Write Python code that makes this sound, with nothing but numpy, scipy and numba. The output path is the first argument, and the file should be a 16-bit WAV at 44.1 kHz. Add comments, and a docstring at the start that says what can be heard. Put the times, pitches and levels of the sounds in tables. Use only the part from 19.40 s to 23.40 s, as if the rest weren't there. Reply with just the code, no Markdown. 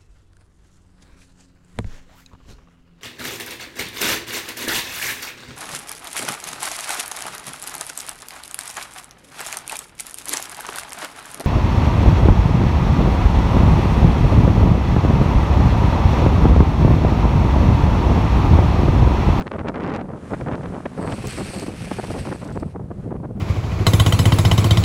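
"""Downhill skateboard slide

A skateboarder rolls on asphalt, crouches into a long slide with a gloved hand down, and rolls on.
The wheels hiss and scrape, the glove's hard puck rasps, grit ticks, and the wheels judder as they
grip again. The microphone follows at speed, so the air rumbles on it and hits it in crackling gusts."""
import sys
import numpy as np
from scipy import signal
from scipy.fft import rfft, irfft
from scipy.io import wavfile
from scipy.ndimage import uniform_filter1d
from numba import njit

SR = 44100
rng = np.random.default_rng(int(sys.argv[2]) if len(sys.argv) > 2 else 0)


def dump_mix(stems):
    """Bounce the given channels to the path in sys.argv[1] as a 16-bit WAV at rate SR."""
    frames = np.atleast_2d(stems).T  # one column per channel
    limited = np.clip(frames, -1, 1)  # hard clip at full scale
    pcm = np.round(limited * 32767).astype(np.int16)
    wavfile.write(sys.argv[1], SR, pcm)


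N = 176400  # 4 seconds


# How loud the skid is over time: t/s, level/dB
SLIDE_LEVEL = [(1.45, -62.5), (1.68, -48.5), (1.82, -41.5), (1.93, -36.5), (2.05, -40), (2.2, -40),
               (2.32, -45), (2.45, -41), (2.75, -42.5), (2.82, -41), (3.02, -49.5), (3.34, -64.5)]
# Its tone, or how strong each frequency is next to the others: f/Hz, level/dB
SLIDE_TONE = [(300, -5.5), (1400, 4.5), (2600, 7), (3400, -0.5), (5700, -2.5), (7200, -8.5), (9700, -3),
              (11200, -12), (15500, -31)]

def sliding_wheels(chatter_db=1.52):
    """The wheels skid sideways: thousands of tiny slips blur into an uneven scrape."""
    scrape = shape_tone(clicks(per_s=6000, scatter_db=5.2), SLIDE_TONE)
    return scrape * contact(SLIDE_LEVEL) * undb(chatter_db * wobble(80))


# How loud the rolling is: t/s, level/dB
ROLL_LEVEL = [(0, -56.5), (.7, -60.5), (.9, -46), (1.1, -52.5), (1.3, -49.5), (3.2, -69), (3.45, -67),
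              (3.64, -57.5), (3.8, -70)]
# Tone of the rolling: f/Hz, level/dB
ROLL_TONE = [(300, -35), (1200, 19.5), (2400, 7.5), (5000, -2), (9500, -2), (11000, -11), (15000, -35)]

def rolling_wheels(waver_db=0.35):
    """The wheels run over the tiny bumps of the asphalt and make a fine hiss."""
    hiss = shape_tone(clicks(per_s=14000, scatter_db=5.9), ROLL_TONE)
    return hiss * undb(curve(ROLL_LEVEL) + waver_db * wobble(25))


# How loud the puck is on the road: t/s, level/dB
PUCK_LEVEL = [(1.58, -58), (1.665, -49.5), (1.81, -49.5), (1.93, -42), (2.2, -44.5), (2.33, -55),
              (2.43, -49), (2.75, -51.5), (2.83, -49.5), (3.0, -61), (3.24, -58), (3.33, -81)]
# The bands in which it rings: f/Hz, width/Hz, relative level/dB
PUCK_RINGS = [(4400, 780, 4), (8250, 1550, 7.5), (12300, 1500, -15)]

def glove_puck(pitch_drift=0.018, chatter_db=3.5):
    """The glove's hard puck rasps on the road and rings at a few high, wavering pitches."""
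    rasp = clicks(per_s=2500, scatter_db=4.3) * undb(chatter_db * wobble(73))
    bend = 1 + pitch_drift * wobble(14)
    ringing = 0
    for hz, width, db in PUCK_RINGS:
        ringing += undb(db) * unit(keep_band(rasp, hz * bend, width / hz))
    return unit(ringing) * contact(PUCK_LEVEL)


# Moments when the wheels catch on the asphalt: t/s, relative level/dB
WHEEL_CATCHES = [(2.196, -5), (3.047, -18), (3.076, -21), (3.104, -25), (3.125, -22), (3.156, -27),
                 (3.199, -20)]

def wheel_judder(centre_hz=5000.0, width_hz=7000):
    """The wheels catch and let go in short scuffs, mostly as they regain grip."""
    scuffs = bursts(WHEEL_CATCHES, decay_s=0.0031)
    return keep_band(scuffs, np.full(N, centre_hz), width_hz / centre_hz)


# Small stones snapping under the wheels: t/s, relative level/dB
GRIT_SNAPS = [(1.8716, -11), (1.883, -21)]
# Tone of a snap: f/Hz, level/dB
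GRIT_TONE = [(500, -12), (6000, 6), (15500, -4)]

def grit():
    """Bits of grit snap out from under the board with bright ticks."""
    return shape_tone(bursts(GRIT_SNAPS, decay_s=0.00076), GRIT_TONE)


# Big gusts on the microphone: t/s, length/s, relative level/dB, f/Hz above which the treble fades
BIG_GUSTS = [(0.0, 0.025, -25, 2050), (0.066, 0.0089, -24.5, 2440), (0.113, 0.0082, -23, 1800),
             (0.132, 0.0326, -25, 1580), (0.186, 0.031, -26.5, 1570), (0.244, 0.057, -25, 1330),
             (0.28, 0.017, -22.5, 2400), (0.301, 0.018, -35, 910), (0.338, 0.087, -26, 1740),
             (0.43, 0.14, -22, 2100), (0.576, 0.048, -27, 1570), (0.631, 0.14, -33.5, 950),
             (0.914, 0.019, -20.5, 960), (0.935, 0.011, -16, 1200), (1.008, 0.014, -24, 1140),
             (1.063, 0.041, -21, 1340), (1.11, 0.045, -23, 1900), (1.177, 0.018, -27, 790),
             (1.232, 0.028, -26.5, 1650), (1.326, 0.057, -27, 1000), (1.455, 0.01, -16, 1470),
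             (1.576, 0.028, -20, 880), (1.613, 0.043, -25, 1160), (1.667, 0.038, -23, 1490),
             (1.712, 0.026, -25, 3100), (1.84, 0.0045, -20.5, 970), (1.973, 0.047, -24, 1230),
             (2.134, 0.066, -30, 1000), (2.22, 0.021, -23, 617), (2.277, 0.02, -21.5, 760),
             (2.51, 0.011, -19.5, 1770), (2.586, 0.013, -17, 1430), (2.632, 0.018, -26, 930),
             (2.701, 0.021, -21.5, 930), (2.736, 0.057, -26.5, 1000), (2.852, 0.04, -24, 945),
             (2.91, 0.021, -21, 1370), (2.945, 0.015, -28, 1250), (3.015, 0.02, -27, 1180),
             (3.05, 0.069, -31.5, 1180), (3.149, 0.024, -23.5, 1030), (3.225, 0.0084, -19, 910),
             (3.349, 0.017, -24.5, 700), (3.392, 0.022, -25.5, 576), (3.504, 0.017, -25, 666),
             (3.654, 0.025, -23, 483), (3.707, 0.021, -22, 1030), (3.739, 0.031, -26, 700),
             (3.799, 0.004, -27.5, 790), (3.83, 0.028, -25, 890), (3.891, 0.024, -27.5, 505)]
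# Strength of the small random gusts between them: t/s, relative level/dB
SMALL_GUSTS = [(0, -36.5), (.85, -37), (1.3, -37), (1.52, -39), (1.75, -34.5), (2.42, -38), (2.8, -42),
               (2.99, -44.5), (3.25, -40.5), (3.45, -47), (4, -83)]
# Tone of the swirls of air before their treble is cut: f/Hz, level/dB
SWIRL_TONE = [(30, -20), (100, 2), (250, 4.5), (500, -1), (1000, -7), (4000, -17.5), (9000, -12.5),
              (15000, -35)]

def wind_gusts(rise_s=0.0056, decay_s=0.00185, small_gust_hz=975, spread_db=5.5, gain_db=-2):
    """Bursts of swirling air slap the microphone; the brighter ones crackle."""
    t = np.arange(N) / SR
    force = undb(curve(SMALL_GUSTS) + spread_db * np.clip(wobble(135), -2, 2))
    weighted_hz = force * small_gust_hz
    for start, length, db, hz in BIG_GUSTS:
        rise = np.clip((t - start) / rise_s + .5, 0, 1)
        fall = np.exp(-np.clip((t - start - length) / decay_s, 0, 20))
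        push = undb(db) * rise * fall
        force += push
        weighted_hz += push * hz
    swirls = shape_tone(clicks(per_s=1500, scatter_db=5), SWIRL_TONE)
    swirls = even_out(swirls, samples=900)
    flicker = undb(1.78 * wobble(300))
    cutoff_hz = weighted_hz / force * flicker  # the strongest gust has most say in the brightness
    slaps = moving_filter(swirls * force, cutoff_hz, damping=1.27)[0]
    slaps = moving_filter(slaps, cutoff_hz * 2.17, damping=np.sqrt(2))[0]  # steeper cut higher up
    return slaps * undb(gain_db)


# Single hard swirls hitting the microphone: t/s, peak level/dB, width/ms
AIR_POPS = [(0.0225, -29, 0.098), (0.0787, -19, 0.19), (.117, -17, 0.2), (.193, -18.5, 0.22),
            (.288, -23.5, 0.099), (.358, -24, 0.15), (.438, -27, .12), (.54, -27.5, 0.1),
            (.563, -25, 0.081), (.614, -31, 0.14), (1.116, -27, .16), (1.155, -29, 0.11),
            (1.676, -16, 0.24), (2.515, -14, 0.34), (3.175, -14, 0.44)]

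def wind_pops():
    """A lone swirl gives the microphone one sharp push and pull; the shorter, the brighter."""
    out = np.zeros(N)
    for middle, db, width_ms in AIR_POPS:
        offset = (np.arange(N) / SR - middle) * 1000 / width_ms
        swing = offset / (1 + offset ** 2) ** 2
        out -= undb(db) * swing / swing.max()
    return out


# How loud the wind's rumble is: t/s, level/dB
RUMBLE_LEVEL = [(0, -34.5), (.4, -36.5), (.83, -37), (1.05, -27), (1.4, -34.5), (1.53, -39.5),
                (1.65, -30.5), (2.35, -33.5), (2.88, -29.5), (2.99, -35.5), (3.15, -31.5), (4, -29.5)]
# Tone of the rumble: f/Hz, level/dB
RUMBLE_TONE = [(20, -26), (45, -8), (85, -2.5), (190, -2), (280, -16.5), (500, -19.5), (900, -34.5),
               (5000, -70.5)]
# Tone of a faint steady hiss: f/Hz, level/dB
HISS_TONE = [(3000, -2.5), (7000, -6), (9500, -1.5), (11500, -14), (15000, -32)]

def passing_air(flutter_db=3.0, hiss_db=-69):
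    """Air streams past the microphone with a low, fluttering rumble; a faint steady hiss lies underneath."""
    rumble = even_out(shape_tone(rng.standard_normal(N), RUMBLE_TONE), samples=3000)
    hiss = shape_tone(rng.standard_normal(N), HISS_TONE) * undb(hiss_db)
    flutter = undb(flutter_db * wobble(43.5))
    return unit(rumble * flutter) * undb(curve(RUMBLE_LEVEL)) + hiss


def undb(db):
    """Turn decibels into a number to multiply by."""
    return 10 ** (np.asarray(db) / 20)


def unit(x):
    """Scale a signal so its average strength (rms) is 1."""
    return x / np.sqrt(np.mean(x ** 2))


def even_out(x, samples):
    """Hold the strength near 1 over each stretch of this many samples."""
    return x / np.sqrt(uniform_filter1d(x ** 2, size=samples))


def curve(rows):
    """Join (time, value) points with straight lines."""
    return np.interp(np.arange(N) / SR, *np.array(rows, float).T)


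def contact(rows):
    """Loudness of something touching the road: silent before it lands and after it lifts."""
    t = np.arange(N) / SR
    return undb(curve(rows)) * ((t >= rows[0][0]) & (t <= rows[-1][0]))


def wobble(per_s):
    """A smooth random wiggle of size about 1; a higher rate wiggles faster."""
    span = max(int(SR / per_s), 1)
    smoothed = uniform_filter1d(rng.standard_normal(N), span, mode="wrap")
    return unit(uniform_filter1d(smoothed, span, mode="wrap"))


def clicks(per_s, scatter_db):
    """Tiny clicks at random times and of uneven size, with average strength 1."""
    hits = rng.random(N) < per_s / SR
    signs = np.sign(rng.standard_normal(N))
    sizes = undb(scatter_db * np.clip(rng.standard_normal(N), -2, 2))
    return unit(hits * signs * sizes)


def bursts(rows, decay_s):
    """One quickly fading burst of noise for each (time, level) row."""
    out = np.zeros(N)
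    age = np.arange(SR // 40) / SR
    for start, db in rows:
        burst = rng.standard_normal(len(age)) * np.exp(-age / decay_s)
        i = int(start * SR)
        out[i:i + len(age)] += undb(db) * burst / np.linalg.norm(burst)
    return out


def shape_tone(x, points):
    """Turn frequencies up or down to follow a tone table; white noise keeps its power."""
    hz, db = np.array(points, float).T
    freqs = np.maximum(np.arange(N + 1) * SR / (2 * N), 1)
    gains = unit(undb(np.interp(np.log(freqs), np.log(hz), db)))
    return irfft(rfft(x, 2 * N) * gains)[:N]


@njit
def moving_filter(x, hz, damping):
    """Row 0 keeps what lies below the moving frequency hz; row 1 keeps the band around it."""
    out = np.empty((2, len(x)))
    band_state, low_state = 0., 0.
    for i in range(len(x)):
        step = np.tan(np.pi * min(hz[i], .45 * SR) / SR)
        band = (band_state + step * (x[i] - low_state)) / (1 + step * (step + damping))
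        out[0, i], out[1, i] = low_state + step * band, damping * band
        band_state, low_state = 2 * band - band_state, low_state + 2 * step * band
    return out


def keep_band(x, hz, relative_width):
    """Keep the band around hz, filtering twice for steeper sides."""
    once = moving_filter(x, hz, relative_width)[1]
    return moving_filter(once, hz, relative_width)[1]


def scene():
    """The board and the wind together, in one channel."""
    board = rolling_wheels() + sliding_wheels() + wheel_judder() + glove_puck() + grit()
    return (board + passing_air() + wind_gusts() + wind_pops())[None]


def record(dry):
    """The microphone softens the hardest slaps, and the highest treble is cut."""
    ceiling, top_hz = .28, 15750
    softened = ceiling * np.tanh(dry / ceiling)
    treble_cut = signal.ellip(8, .2, 70, top_hz, fs=SR, output="sos")
    return signal.sosfilt(treble_cut, softened)


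dry = scene()
out = record(dry)
dump_mix(out)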